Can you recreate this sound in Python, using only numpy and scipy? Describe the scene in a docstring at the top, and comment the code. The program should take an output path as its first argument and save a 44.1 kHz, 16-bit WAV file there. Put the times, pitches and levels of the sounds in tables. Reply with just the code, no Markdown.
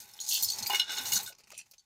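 """First comes a light rattle: a hand stirs small metal charms in a glass dish, close by in a small room.
Charms hit each other and ring with bright clinks. At the bottom they knock and scrape on the glass,
which rings lower, and the dish bumps softly on the table. The hand slows, the last charms slip with
tiny scratches, and one topples and chatters to rest. Each ring is a set of fading tones, or "modes"."""
import sys
import numpy as np
from scipy import signal
from scipy.fft import rfft, irfft
from scipy.io import wavfile

SR = 44100
rng = np.random.default_rng(int(sys.argv[2]) if len(sys.argv) > 2 else 0)


def int16_out(signal):
    """Quantize to a 16-bit WAV file."""
    q = np.round(np.clip(np.atleast_2d(signal).T, -1, 1) * 32767)
    wavfile.write(sys.argv[1], SR, q.astype(np.int16))


N = 81585
T = np.arange(N) / SR
RING_T = T[:16384]  # time within one short sound

# Levels are relative within each table; t60 is the time a sound takes to fade by 60 dB.
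# tone colour of the quiet room: f/Hz, level/dB
ROOM_SPECTRUM = [(18, -29.5), (30, 8.5), (253, -9.5), (460, -19), (815, -20.5), (1600, -12.5),
                 (6880, -15.5), (15000, -29)]
# tone colour of the pushed dish's rumble: f/Hz, level/dB
RUMBLE_SPECTRUM = [(15, -30), (25, -9.5), (49, -8.5), (103, 9), (166, -0.5), (205, 6), (284, -11.5),
                   (384, 1), (425, -33), (500, -24), (650, -36), (1100, -120)]
# loudness of that rumble: t/s, level/dB
RUMBLE_LEVELS = [(0.0, -64.5), (0.174, -71.5), (0.648, -54.5), (0.828, -68.5), (1.174, -50.5),
                 (1.386, -75.5), (1.55, -67.5), (1.85, -88)]
# soft bumps of the dish on the table: t/s, level/dB, f/Hz
DISH_BUMPS = [(0.418, -56, 122.6), (0.469, -56, 104), (0.608, -51, 209), (0.627, -52, 113),
              (0.999, -54, 257), (1.058, -66, 84), (1.127, -59, 116), (1.161, -53, 203)]
# modes of the filled glass dish: f/Hz, knocked level/dB, t60/s, rubbed level/dB
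GLASS_MODES = [(386, -11, 0.27, -22), (816, -1, 0.078, 1), (903.5, -5, 0.075, -5), (1031, -10, 0.28, -13.5),
               (1320, -15, 0.091, -23), (1476, -6.5, 0.13, -3.5), (1574, -5, 0.036, -0.5),
               (2195, 0, 0.044, -6), (2882, 4.5, 0.11, -5), (3560, -3, 0.07, 1.5), (3760, -8, 0.035, 4.5),
               (4060, -1, 0.076, -6), (5356, 5, 0.062, -0.5), (5400, -11, 0.056, -9), (6390, 9, 0.044, -10)]
# the heap sliding on the glass: t/s, level/dB
SLIDE_LEVELS = [(0.0, -60), (0.122, -67.5), (0.438, -52.5), (0.462, -61), (0.592, -50), (0.684, -51),
                (0.704, -39), (0.85, -60), (0.906, -49), (1.2, -48), (1.35, -79), (1.53, -73.5),
                (1.85, -88)]
# charms pressed along the bare bottom: t/s, level/dB
PRESS_LEVELS = [(.68, -67), (.71, -41.5), (.76, -47), (.785, -41.5), (.865, -50.5), (.895, -36.5),
                (.92, -39), (.955, -46), (.985, -40.5), (1.04, -48.5), (1.07, -50), (1.105, -52.5),
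                (1.17, -39), (1.24, -80), (1.265, -49), (1.295, -52.5), (1.315, -87)]
# tone colour of the gritty sliding noise: f/Hz, level/dB
GRIT_SPECTRUM = [(150, -35.5), (400, -9), (650, -9), (850, -21), (1150, -12.5), (1600, -8), (2500, -2),
                 (5000, -32)]
# knocks on the glass: t/s, level/dB, middle of the ringing range f/Hz, its width/octaves
GLASS_KNOCKS = [(.698, -29, 815, 0.38), (.703, -28, 2690, 0.2), (.732, -27, 1200, 1.3),
                (.745, -23, 2190, 0.35), (.755, -27.5, 2400, 0.47), (.7965, -18.5, 3650, 0.34),
                (.800, -28, 3500, 0.3), (.815, -29, 3600, 0.25), (.975, -32, 2290, 1.34),
                (1.057, -39.5, 1940, 0.65), (1.122, -28.5, 2890, 0.8), (1.168, -41, 2200, 1.9),
                (1.276, -46, 1470, 0.04)]
# slips of settling charms: t/s, level/dB, time to the peak/s, upper limit f/Hz
SLIPS = [(1.321, -54, 0.0059, 5000), (1.349, -57.5, 0.0031, 6900), (1.382, -56, 0.007, 12000),
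         (1.395, -58, .009, 8000), (1.433, -58, 0.0082, 5100), (1.471, -57.5, 0.0056, 5500),
         (1.499, -53, 0.005, 12000), (1.514, -49, 0.0069, 10200), (1.587, -52.5, 0.011, 7150),
         (1.656, -65.5, 0.0087, 5970), (1.71, -50.5, 0.0062, 13000), (1.734, -56.5, 0.0058, 6000)]
# tone colour of a slip: f/Hz, level/dB
SLIP_SPECTRUM = [(200, -15), (550, -6.5), (1800, -8.5), (2700, 1.5), (3400, -11), (4400, 0), (6500, 5.5),
                 (8000, -3), (15000, 5)]
# taps muffled by the fingers: t/s, level/dB, middle f/Hz
DULL_TAPS = [(0.19, -45, 3300), (0.660, -39.5, 2400), (1.3, -57, 605), (1.324, -59, 2440),
             (1.502, -60.5, 897), (1.527, -63, 570)]
# modes of one loose charm: f/Hz, level/dB, t60/s
LOOSE_CHARM_MODES = [(2537, 1, 0.037), (2625, -10.5, 0.031), (4560, -21, 0.027), (5840, -4, 0.039),
                     (6580, -7, 0.031), (7390, -6, 0.036), (8800, -1.5, 0.072), (10950, -3, 0.083),
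                     (14810, -10, 0.046)]
# its bounces: t/s, level/dB, upper limit f/Hz
BOUNCES = [(1.505, -61, 2800), (1.533, -55, 3500), (1.542, -51.5, 3840), (1.549, -52, 3800),
           (1.567, -55.5, 9100), (1.577, -40.5, 14200), (1.588, -42.5, 9500), (1.598, -49.5, 7140),
           (1.612, -50, 5030)]
# modes of a larger charm: f/Hz, level/dB, t60/s
LARGE_CHARM_MODES = [(2683, 0, 0.015), (3130, -2, 0.0091), (3250, 3.5, 0.01), (3490, -0.5, .025)]
# modes of a typical small charm: f/Hz, level/dB, t60/s
SMALL_CHARM_MODES = [(4320, 0, 0.05), (4452, -4.5, 0.029), (5006, -0.5, 0.026), (5780, 0, 0.028),
                     (6410, -2.5, 0.062), (6630, -3.5, 0.073), (7360, -16.5, 0.11), (8530, -5.5, 0.057),
                     (10040, -2.5, 0.043), (11760, 3, 0.05), (13500, 0, 0.055), (14170, -1.5, 0.099)]
# tone colour of the crack when metal meets metal: f/Hz, level/dB
CRACK_SPECTRUM = [(900, -22), (2100, -14.5), (3700, -4.5), (4330, -1), (4900, -8.5), (6650, -3.5),
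                  (10700, -16), (14600, -5.5), (15500, -12)]
# rattle of the stirred heap: t/s, body level/dB, top octave level/dB
RATTLE_LEVELS = [(0, -35, -43.5), (.05, -52.5, -60), (.185, -50, -59), (.21, -38.5, -60), (.278, -28, -44),
                 (.295, -25.5, -36), (.35, -24, -34.5), (.41, -26.5, -43), (.435, -43, -25),
                 (.48, -26.5, -50), (.56, -36, -49), (.63, -27, -41), (.655, -40.5, -49),
                 (.75, -31.5, -37.5), (.865, -45, -75), (.905, -30, -47), (1.045, -38.5, -42),
                 (1.065, -27, -39), (1.112, -35, -38.5), (1.13, -28, -24.5), (1.175, -23, -37.5),
                 (1.222, -38.5, -44), (1.29, -43.5, -45), (1.34, -67, -100), (1.47, -62, -75),
                 (1.58, -51, -73), (1.64, -63.5, -82), (1.725, -68.5, -71), (1.85, -72, -93)]
# clear clinks of charm on charm: t/s, body level/dB, top octave level/dB, main pitch f/Hz
CHARM_CLINKS = [(0.136, -35.5, -48, 5270), (0.2015, -22, -41, 6700), (0.2118, -20.5, -40, 6596),
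                (0.2206, -31, -42, 6780), (0.2427, -29, -62, 6600), (0.289, -17.5, -23, 6780),
                (0.3127, -19, -39, 5730), (0.3228, -12, -56, 4470), (0.3317, -26, -22, 4300),
                (0.3417, -22, -21.5, 4020), (0.3485, -14, -44, 4450), (0.3588, -20.5, -54, 7240),
                (0.3999, -29, -34, 8300), (0.4255, -20.5, -17.5, 4350), (0.4324, -16, -25, 7220),
                (0.4405, -24, -25, 7150), (0.4455, -14.5, -41, 5230), (0.453, -24, -46, 4360),
                (0.4858, -14.5, -51, 4315), (0.5006, -14.5, -27, 4430), (0.5205, -18.5, -37, 6270),
                (0.5335, -21, -43, 4510), (0.585, -21.5, -35, 5220), (0.626, -21.5, -66, 4354),
                (0.6311, -20, -44.5, 4310), (0.661, -22.5, -53, 4460), (0.6668, -16, -48, 4777),
                (0.6715, -31, -23.5, 4960), (0.6973, -22.5, -26.5, 4840), (0.732, -37, -36, 6400),
                (0.7467, -16.5, -26.5, 3640), (0.7564, -19, -38.5, 5630), (0.795, -31, -28, 4085),
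                (0.9697, -21, -57, 4310), (0.9834, -18, -36, 3717), (1.0564, -21.5, -54, 3990),
                (1.0694, -22.5, -43, 5800), (1.12, -13.5, -30, 6500), (1.1253, -22.5, -38, 6500),
                (1.1338, -13, -32, 6770), (1.1445, -25, -32, 6200), (1.156, -12.5, -39, 6240),
                (1.1687, -16, -38, 6840), (1.1734, -23, -35, 6050), (1.2, -24, -48, 3880),
                (1.2305, -30, -33, 8000), (1.262, -26, -44, 3660), (1.2755, -28.5, -43, 8200),
                (1.781, -41, -71.5, 6230), (1.794, -45.5, -77, 4520)]

CONTACTS_PER_S, CONTACT_RISE_S = 950, 0.0006
SMALL_LOW_CUT_HZ, LOW_CUT_HZ = 3800, 2050  # for the small charms; for the loose and the larger one


def undb(db):
    """Turn decibels into a factor to multiply by."""
    return 10 ** (np.asarray(db) / 20)


def unit(x):
    """Scale to an average strength (rms) of 1."""
    return x / np.sqrt(np.mean(x ** 2) + 1e-30)


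def unit_hit(x):
    """Scale a hit to rms 1 over its first 5 ms."""
    return x / np.sqrt(np.mean(x[:SR // 200] ** 2) + 1e-30)


def unit_energy(x):
    """Scale to a total energy of 1."""
    return x / np.linalg.norm(x)


def fade(t60):
    """Die away by 60 dB every t60 seconds."""
    return np.exp(-np.log(1000) * RING_T / t60)


def rise(seconds):
    """Climb smoothly from 0 towards 1."""
    return 1 - np.exp(-RING_T / seconds)


def choke(seconds):
    """Hold for a moment, then drop fast, like a ring stopped by a touch."""
    return np.exp(-(RING_T / seconds) ** 2)


def swell(rise_s):
    """Speed of a short slip: it peaks after rise_s, then friction stops it."""
    u = RING_T / rise_s
    return u * np.exp((1 - u ** 2) / 2)


def curve(rows, column=1):
    """Loudness factor over time from one dB column of a table."""
    rows = np.array(rows)
    return undb(np.interp(T, rows[:, 0], rows[:, column]))


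def colour(x, spectrum):
    """Give a sound the tone colour set by rows of f/Hz, level/dB."""
    hz, db = np.array(spectrum).T
    f = np.maximum(np.fft.rfftfreq(len(x), 1 / SR), 1)
    gain = undb(np.interp(np.log(f), np.log(hz), db))
    return unit(irfft(rfft(x) * gain, len(x)))


def noise(spectrum, size=len(RING_T)):
    """Noise with a chosen tone colour."""
    return colour(rng.standard_normal(size), spectrum)


def butter(x, hz, kind, order=4):
    """Keep the "low" part, the "high" part or a "band" of a sound."""
    sections = signal.butter(order, np.clip(hz, 10, .45 * SR), kind, fs=SR, output="sos")
    return signal.sosfilt(sections, x)


def through(x, response):
    """Let every sample of x set off its own copy of the response."""
    return signal.fftconvolve(x, response)[:N]


def add(out, s, x):
    """Mix x into out at s seconds."""
    i = min(max(int(s * SR), 0), N - 1)
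    out[i:i + len(x)] += x[:N - i]


def ring(hz, db, t60):
    """Add up fading tones, each starting up or down at random."""
    signs = rng.choice([-1, 1], len(hz))
    return sum(sign * undb(level) * np.sin(2 * np.pi * f * RING_T) * fade(decay)
               for f, level, decay, sign in zip(hz, db, t60, signs))


def contacts(per_s, size=N):
    """Tiny clicks at random times and of uneven strength."""
    hit = rng.random(size) < per_s / SR
    strength = undb(4 * np.clip(rng.standard_normal(size), -2, 2))
    return hit * strength * rng.choice([-1, 1], size)


def rebounds(x, per_s, db, t60):
    """A struck charm chatters: a quick, fading burst of repeats follows the hit."""
    burst = undb(db) * contacts(per_s, len(RING_T)) * fade(t60)
    return x + signal.fftconvolve(x, burst)[:len(x)]


def metal_hit(ringing, crack_db, low_hz):
    """A hit on thin metal: a crack plus ringing, with little below the lowest mode."""
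    crack = unit_hit(noise(CRACK_SPECTRUM) * fade(t60=0.011))
    hit = unit_hit(ringing) + undb(crack_db) * crack
    return butter(hit * rise(CONTACT_RISE_S), low_hz, "high", order=5)


def room(sound, delay_s=0.0095):
    """The small room adds a short echo and its own faint, steady noise."""
    tail = butter(rng.standard_normal(len(RING_T)), 7500, "low", order=1)
    tail = tail * fade(t60=0.085) * (RING_T > delay_s)
    echo = through(sound, unit_energy(tail))
    return sound + undb(-14.5) * echo + undb(-84) * noise(ROOM_SPECTRUM, N)


def dish_on_table():
    """The pushed dish rumbles and bumps on the tablecloth."""
    out = noise(RUMBLE_SPECTRUM, N) * curve(RUMBLE_LEVELS) * undb(-5)
    for s, db, hz in DISH_BUMPS:
        bump = 2 * np.sin(2 * np.pi * hz * RING_T) * fade(t60=0.18) * rise(0.0027)
        add(out, s, undb(db) * bump)
    return out


def glass_scrape(count=12):
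    """Charms stick and slip: the heap sounds the glass's low modes, pressed charms its high ones."""
    out = np.zeros(N)
    sliding = curve(SLIDE_LEVELS) * undb(-3)
    pressing = curve(PRESS_LEVELS) * undb(1.5)
    hz, _, t60, db = np.array(GLASS_MODES).T
    low = hz < 1200
    detune = np.where(low, 0.04, 0.014)  # the heap's shifting weight moves the low modes most
    for _ in range(count):
        load, place = rng.standard_normal((2, len(hz)))
        modes = np.array([hz * (1 + detune * load), db + 2.9 * place, t60])
        grit = unit_energy(butter(noise(GRIT_SPECTRUM) * fade(t60=0.029), 220, "high", order=2))
        hum = unit_energy(ring(*modes[:, low]))
        sing = unit_energy(ring(*modes[:, ~low]))
        slips = unit(contacts(1200 / count))
        out += through(slips * sliding, hum + grit) + through(slips * pressing, sing)
    return out / np.sqrt(count)


def glass_knocks():
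    """Charms hit the glass; where and how hard they land decides which modes ring."""
    out = np.zeros(N)
    hz, db, t60, _ = np.array(GLASS_MODES).T
    shape = rise(0.0012) * choke(0.047)  # the heap falls back on the glass and stops the ring
    for s, level_db, centre_hz, octaves in GLASS_KNOCKS:
        weight_db = -10 * np.log10(1 + (np.log2(hz / centre_hz) / octaves) ** 4)
        clack = noise(np.c_[hz, weight_db]) * fade(t60=0.075)
        clack = butter(clack, [hz[0], hz[-1]], "band", order=2)
        knock = unit_hit(ring(hz, db + weight_db, t60)) + undb(-12.5) * unit_hit(clack)
        add(out, s, undb(level_db) * knock * shape)
    return out


def settling_slips():
    """Each slip of a settling charm is a soft scratch made of tiny catches."""
    out = np.zeros(N)
    hz, colour_db = np.array(SLIP_SPECTRUM).T
    for s, db, rise_s, limit_hz in SLIPS:
        place_db = 4 * rng.standard_normal(len(hz))  # every spot of the heap sounds different
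        catches = contacts(per_s=2000, size=len(RING_T))
        scratch = colour(catches, np.c_[hz, colour_db + place_db])
        scratch = unit(butter(scratch, limit_hz, "low", order=2))
        add(out, s, undb(db) * scratch * swell(rise_s))
    return out


def muffled_taps():
    """Charms held by the fingers tap without ringing."""
    out = np.zeros(N)
    for s, db, hz in DULL_TAPS:
        burst = rng.standard_normal(len(RING_T)) * fade(t60=0.024)
        tap = butter(burst, [hz / 1.076, hz * 1.106], "band", order=2)
        add(out, s, undb(db) * unit_hit(tap))
    return out


def loose_charm():
    """A last charm topples and chatters to rest; each bounce is a quick burst of hits."""
    out = np.zeros(N)
    hz, db, t60 = np.array(LOOSE_CHARM_MODES).T
    for s, level_db, limit_hz in BOUNCES:
        detune, place = rng.standard_normal((2, len(hz)))
        ringing = ring(hz + 50 * detune, db + 3 * place, t60)
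        hit = metal_hit(ringing, crack_db=-2, low_hz=LOW_CUT_HZ)
        bounce = rebounds(hit, per_s=1500, db=-5, t60=0.05) * choke(0.016)  # its neighbours stop it
        add(out, s, undb(level_db) * unit_hit(butter(bounce, limit_hz, "low", order=2)))
    return out


def large_charm(start_s=0.298):
    """A larger charm is dragged across the others and jingles at a lower pitch."""
    out = np.zeros(N)
    jingle = through(contacts(CONTACTS_PER_S), ring(*np.array(LARGE_CHARM_MODES).T))
    jingle = butter(jingle, LOW_CUT_HZ, "high")[:len(RING_T)]
    add(out, start_s, undb(-36) * unit(jingle) * swell(rise_s=0.04))
    return out


def small_charm(split_hz=8370):
    """A charm of random size is struck once: returns the body of its sound and the top octave."""
    hz, db, t60 = np.array(SMALL_CHARM_MODES).T
    size, place = rng.standard_normal((2, len(hz)))
    spread = 0.015 * hz / hz[0]  # charms differ most in their higher modes
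    ringing = ring(hz * (1 + spread * size), db + 4 * place, t60)
    hit = metal_hit(ringing, crack_db=4, low_hz=SMALL_LOW_CUT_HZ)
    return unit_hit(butter(hit, split_hz, "low")), unit_hit(butter(hit, split_hz, "high"))


def rattle(count=24):
    """Many charms jostle lightly as the fingers stir the heap."""
    out = np.zeros(N)
    body_gain = curve(RATTLE_LEVELS) * undb(-11)
    top_gain = curve(RATTLE_LEVELS, column=2) * undb(-4.5)
    for _ in range(count):
        hits = unit(contacts(CONTACTS_PER_S / count))
        for part, gain in zip(small_charm(), (body_gain, top_gain)):
            out += through(hits * gain, unit_energy(part))
    return out / np.sqrt(count)


def clinks():
    """Charm hits charm and rings; each clink has its own loudness, brightness and main pitch."""
    out = np.zeros(N)
    for s, body_db, top_db, pitch_hz in CHARM_CLINKS:
        body, top = (unit_hit(rebounds(part, per_s=500, db=-3, t60=0.043)) for part in small_charm())
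        ping = unit_hit(ring([pitch_hz], db=[0], t60=[0.059]) * rise(CONTACT_RISE_S))
        body = unit_hit(body + undb(1.5) * ping)
        add(out, s, undb(body_db - 14.5) * body + undb(top_db - 9) * top)
    return out


def scene():
    """Mix the charms, the glass and the table in the room, as one channel."""
    charms = clinks() + rattle() + large_charm() + muffled_taps() + settling_slips() + loose_charm()
    glass = butter(glass_knocks() + glass_scrape(), 180, "high", order=2)
    return room(charms + glass + dish_on_table())[None]


def record(dry, top_hz=15750):
    """Cut away the very highest treble."""
    return signal.sosfilt(signal.ellip(10, .2, 80, top_hz, fs=SR, output="sos"), dry)


dry = scene()
out = record(dry)
int16_out(out)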